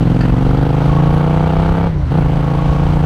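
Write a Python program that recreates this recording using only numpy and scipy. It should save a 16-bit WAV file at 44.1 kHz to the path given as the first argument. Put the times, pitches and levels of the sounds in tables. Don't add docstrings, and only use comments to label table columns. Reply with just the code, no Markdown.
import sys
import numpy as np
from scipy import signal
from scipy.io import wavfile

SR = 44100
rng = np.random.default_rng(int(sys.argv[2]) if len(sys.argv) > 2 else 0)


def magnitude_from_level(level_db):
    exponent = np.asarray(level_db, float) / 20
    return 10 ** exponent


def output_pcm(signal):
    pcm = np.clip(np.atleast_2d(signal).T, -1, 1) * 32767
    wavfile.write(sys.argv[1], SR, np.round(pcm).astype(np.int16))


N = 134505

# (time [s], four-stroke cycle rate [Hz])
CYCLE_RATE = [(0, 21.21), (.3, 22.93), (.6, 25.09), (.9, 27.4), (1.2, 29.49), (1.5, 31.3), (1.87, 33.99),
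              (1.92, 31.95), (2.0, 28.16), (2.09, 23.09), (2.13, 27.39), (2.18, 31.93), (2.22, 26.2),
              (2.27, 27.27), (2.4, 27.48), (2.7, 28.39), (3.05, 29.34)]
# (time [s], exhaust boom level [dB], pipe bark level [dB])
THROTTLE = [(0, -10, -20.5), (.7, -13, -21), (.9, -11, -23), (1.45, -13.5, -25), (1.87, -14.5, -30.5),
            (1.91, -25.5, -49), (2.0, -21.5, -68), (2.09, -25, -48), (2.115, -15, -25), (2.19, -11, -25.5),
            (2.23, -13.5, -26), (2.4, -14.5, -26), (3.05, -14, -27)]
MID_HZ = 28


def in_time(rows):
    s, *columns = np.transpose(rows)
    return [np.interp(np.arange(N) / SR, s, c) for c in columns]


def rms_one(x):
    return x / np.sqrt(np.mean(x ** 2) + 1e-20)


def drift(rate_hz):
    r = np.exp(-2 * np.pi * rate_hz * 40 / SR)
    slow = signal.lfilter([1], [1, -2 * r, r * r], rng.standard_normal(N // 40 + 2002))[2000:]
    return np.interp(np.arange(N) / 40, np.arange(len(slow)), rms_one(slow))


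def butter(x, hz, kind):
    return signal.sosfilt(signal.butter(2, hz, kind, fs=SR, output="sos"), x)


def resonate(x, hz, width_hz):
    r = np.exp(-np.pi * width_hz / SR)
    poles = [1, -2 * r * np.cos(2 * np.pi * hz / SR), r * r]
    return signal.lfilter([(1 - r * r) / 2, 0, (r * r - 1) / 2], poles, x + 1e-18)


def banded_noise(spectrum, patchy_db):
    at_hz, db = np.transpose(spectrum)
    edges_hz = 190 * 2 ** np.arange(0, 6.6, .5)
    white = rng.standard_normal((2, N))
    together = drift(3)
    out = 0
    for k, (low, high) in enumerate(zip(edges_hz, edges_hz[1:])):
        band = butter(white[k % 2], [low, high], "band")
        level_db = np.interp(np.log(low * high) / 2, np.log(at_hz), db)
        out = out + band * magnitude_from_level(level_db + patchy_db * (0.5 * together + drift(5)))
    return rms_one(out)


def wind():
    # (time [s], level [dB])
    gusts = [(0, -31), (.5, -24), (1.0, -27), (1.55, -25), (1.75, -26), (1.9, -26), (2.05, -26),
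             (2.2, -25.5), (2.29, -17), (2.42, -29), (2.75, -22), (3.05, -23)]
    # (frequency [Hz], density [dB per Hz])
    rush_spectrum = [(200, -3), (400, -7), (900, -10), (1500, -18), (3000, -27), (5000, -36), (9000, -47),
                     (15500, -58)]
    rush_db, rush_growth_db_per_s = -38, 1.2
    buffet_db, lump_db = .3, 1.5
    gust_db, = in_time(gusts)
    low = butter(rng.standard_normal(N + SR), [28, 80], "band")[SR:]
    buffet = magnitude_from_level(gust_db + buffet_db + lump_db * drift(9)) * rms_one(low)
    rush_gain = magnitude_from_level(rush_db + rush_growth_db_per_s * np.arange(N) / SR)
    return buffet + rush_gain * banded_noise(rush_spectrum, patchy_db=2.0)


def ticks():
    # (time [s], peak level [dB])
    tick_events = [
        (0.2076, -18.5),
        (0.3814, -38),
    ]
    # (frequency [Hz], level [dB], t60 [s])
    modes = [(1430, -11, 0.018), (1800, -13.0, 0.021), (2580, -19.5, 0.011), (3100, -18, 0.012),
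             (4330, -25, 0.012), (4700, -20, .015), (6160, -31, .006), (7400, -34, 0.005),
             (9400, -33, .005)]
    contacts, first_contact_db, loss_db, spread_db = 14, 5, 0.63, 3.5
    out = np.zeros(N)
    for hz, mode_db, t60_s in modes:
        clicks = np.zeros(N)
        for start_s, peak_db in tick_events:
            for k in range(contacts):
                s = start_s + .001 + .0009 * k ** 1.6 * rng.uniform(.8, 1.2)
                db = peak_db + mode_db - loss_db * k + first_contact_db * (k == 0)
                clicks[int(s * SR)] += magnitude_from_level(db + rng.normal(0, spread_db)) * rng.choice([-1, 1])
        r, w = magnitude_from_level(-60 / (t60_s * SR)), 2 * np.pi * hz / SR
        out += signal.lfilter([0, np.sin(w)], [1, -2 * r * np.cos(w), r * r], clicks + 1e-18)
    return out


def overrun():
    # (multiple of cycle rate [1], level [dB])
    orders = [
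        (3, -26.5),
        (5, -29),
        (11, -41.5),
    ]
    shut_below_db, shut_span_db = -32, 10
    rate_hz, = in_time(CYCLE_RATE)
    _, bark_db = in_time(THROTTLE)
    shut = np.clip((shut_below_db - bark_db) / shut_span_db, 0, 1)
    cycle = np.cumsum(rate_hz) / SR
    return shut * sum(magnitude_from_level(db) * np.sqrt(2) * np.sin(2 * np.pi * np.round(k) * cycle) for k, db in orders)


def firings():
    start_cycle, second_fires_cycle, advance_cycle_per_hz, jitter_s = .905, .372, .005, .00005
    rate_hz, = in_time(CYCLE_RATE)
    rate = np.r_[np.full(SR, rate_hz[0]), rate_hz]
    cycle = start_cycle + (np.cumsum(rate) - SR * rate_hz[0]) / SR
    cycle = cycle + advance_cycle_per_hz * (rate - MID_HZ)
    turns = np.arange(-12, 100)
    due = np.r_[turns, turns + second_fires_cycle]
    second = np.repeat([0, 1], len(turns))
    chance = rng.standard_normal((len(due), 12))
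    at = np.interp(due, cycle, np.arange(len(cycle))) + jitter_s * SR * chance[:, 0]
    keep = due < cycle[-1] - .02
    return at[keep], second[keep], np.interp(due, cycle, rate)[keep], chance[keep]


def train(at, size):
    out, whole = np.zeros(N + 2 * SR), at.astype(int)
    np.add.at(out, whole, size * (1 - at + whole))
    np.add.at(out, whole + 1, size * (at - whole))
    return out[:N + SR]


def bump(clicks, rise_ms):
    r = np.exp(-1000 / (rise_ms * SR))
    return signal.lfilter([np.e ** 2 / 2 * (1 - r) ** 2], np.poly([r, r, r]), clicks + 1e-18)[SR:]


def rings(at, size, hz, width_hz, rise_ms):
    n = at.astype(int)[:, None] + np.arange(1, 2600)
    t = (n - at[:, None]) / SR
    swell = 1 - np.exp(-1000 * t / rise_ms[:, None])
    wave = np.exp(-np.pi * width_hz * t) * swell * np.cos(2 * np.pi * hz[:, None] * t)
    return np.bincount(n.ravel(), (width_hz * size[:, None] * wave).ravel(), N + 2 * SR)[SR:N + SR]


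def gas_hiss(at, size, effort_db):
    # (frequency [Hz], density [dB per Hz])
    hiss_spectrum = [(300, -9), (1300, -5), (2000, -18), (3100, -13), (4200, -31), (7000, -36),
                     (11500, -40), (15500, -47)]
    hiss_db, follows_effort, speed_db_per_hz = -37.3, .6, .25
    puff_ms, puff_share = 2.5, .5
    rate_hz, = in_time(CYCLE_RATE)
    puffs = 1 - puff_share + puff_share * rms_one(bump(train(at, size), puff_ms))
    level_db = hiss_db + follows_effort * effort_db + speed_db_per_hz * (rate_hz - MID_HZ)
    return magnitude_from_level(level_db) * puffs * banded_noise(hiss_spectrum, patchy_db=1.2)


def valve_gear(at, now_db, chance):
    hz, width_hz, level_db, uneven_db, lag_s = 4700, 350, -61.5, 4, .002
    click = train(at + lag_s * SR, magnitude_from_level(.6 * now_db + uneven_db * chance[:, 0]))
    return magnitude_from_level(level_db) * rms_one(resonate(resonate(click, hz, 4 * width_hz), hz, width_hz)[SR:])


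def panel(at, second, chance):
    # (time [s], level [dB])
    buzz = [(0, -30), (.8, -20), (.87, 2), (1.12, 0), (1.3, -8), (1.45, -25), (2.12, -20), (2.2, -7),
            (2.45, -7), (2.6, -2), (2.78, -2), (2.88, -14), (3.05, -20)]
    hz, width_hz, level_db, lag_s = 1108, 24, -43, .003
    shake = second * magnitude_from_level(np.interp(at / SR - 1, *np.transpose(buzz)) + 1.5 * chance[:, 11])
    ring = resonate(resonate(train(at + lag_s * SR, shake), hz, 150), hz, width_hz)[SR:]
    return magnitude_from_level(level_db) * rms_one(ring)


def exhaust_bark(at, second, speed, now_db, chance):
    # (frequency [Hz], width [Hz], level [dB], polarity [+-1],
    # level gain [dB per Hz of cycle rate], pitch gain [share per Hz of cycle rate])
    pipe_modes = [(285.5, 22.3, 3.5, -1, -2.37, 0.01), (376, 32, -2, -1, 0.75, 0.0042),
                  (468, 54.3, 9.5, 1, 0.92, 0.0023), (661.6, 36.7, 5.5, 1, 1.14, 0.0012),
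                  (861, 109, 4, -1, 1, 0.0072), (1170, 77, -9, -1, 2.3, 0.002),
                  (1383, 340, -16, 1, 2.5, .003), (2252, 40, -12.5, 1, 1.57, 0.0013),
                  (3205, 480, -14.5, -1, 0.21, .001)]
    second_db, uneven_db, early_s, cut_hz = 3.5, .9, .0005, 3000
    rise_at_mid_ms, rise_loss_per_hz, first_rise_factor = 0.47, 0.16, 0.93
    over_hz = speed - MID_HZ
    rise_ms = rise_at_mid_ms * np.exp(-rise_loss_per_hz * over_hz) * np.where(second, 1, first_rise_factor)
    bark = 0
    for k, (hz, width_hz, db, polarity, tilt_db, glide) in enumerate(pipe_modes):
        size_db = now_db + tilt_db * over_hz + second_db * second + uneven_db * chance[:, 2 + k]
        ring = rings(at - early_s * SR, magnitude_from_level(size_db), hz * (1 + glide * over_hz), width_hz, rise_ms)
        bark = bark + np.sign(polarity) * magnitude_from_level(db) * ring
    return rms_one(butter(bark, cut_hz, "low"))


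def exhaust_boom(at, size, speed):
    # (lag [ms], strength [1], rise [ms])
    returns = [
        (.35, -.44, 1.2),
        (3.0, .55, .95),
        (7.75, -.41, .58),
        (10.1, .33, .83),
        (13.4, -.16, .8),
        (17.7, -.13, 2.1),
    ]
    hot_gas_per_hz = .005
    sooner = 1 - hot_gas_per_hz * (speed - MID_HZ)
    boom = sum(g * bump(train(at + lag_ms * sooner * SR / 1000, size), rise_ms)
               for lag_ms, g, rise_ms in returns)
    return rms_one(butter(boom, 18, "high"))


def engine():
    second_db, uneven_db, boom_gain_db, bark_gain_db = 1.1, .8, -4.5, -.6
    boom_db, bark_db = in_time(THROTTLE)
    at, second, speed, chance = firings()
    effort_db = bark_db - bark_db.mean()
    now_db = effort_db[np.clip(at.astype(int) - SR, 0, N - 1)]
    size = magnitude_from_level(second_db * second + uneven_db * chance[:, 1])
    boom = magnitude_from_level(boom_db + boom_gain_db) * exhaust_boom(at, size, speed)
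    bark = magnitude_from_level(bark_db.mean() + bark_gain_db) * exhaust_bark(at, second, speed, now_db, chance)
    rattle = panel(at, second, chance) + valve_gear(at, now_db, chance)
    return boom + bark + rattle + gas_hiss(at, size, effort_db)


def scene():
    return (wind() + ticks() + overrun() + engine())[None]


def roll_off(x):
    return signal.sosfilt(signal.butter(12, 15720, fs=SR, output="sos"), x)


def record(dry):
    ceiling, drive_db = 0.85, 5.5
    mix = ceiling * np.tanh(magnitude_from_level(drive_db) * dry / ceiling)
    return roll_off(mix)


dry = scene()
out = record(dry)
output_pcm(out)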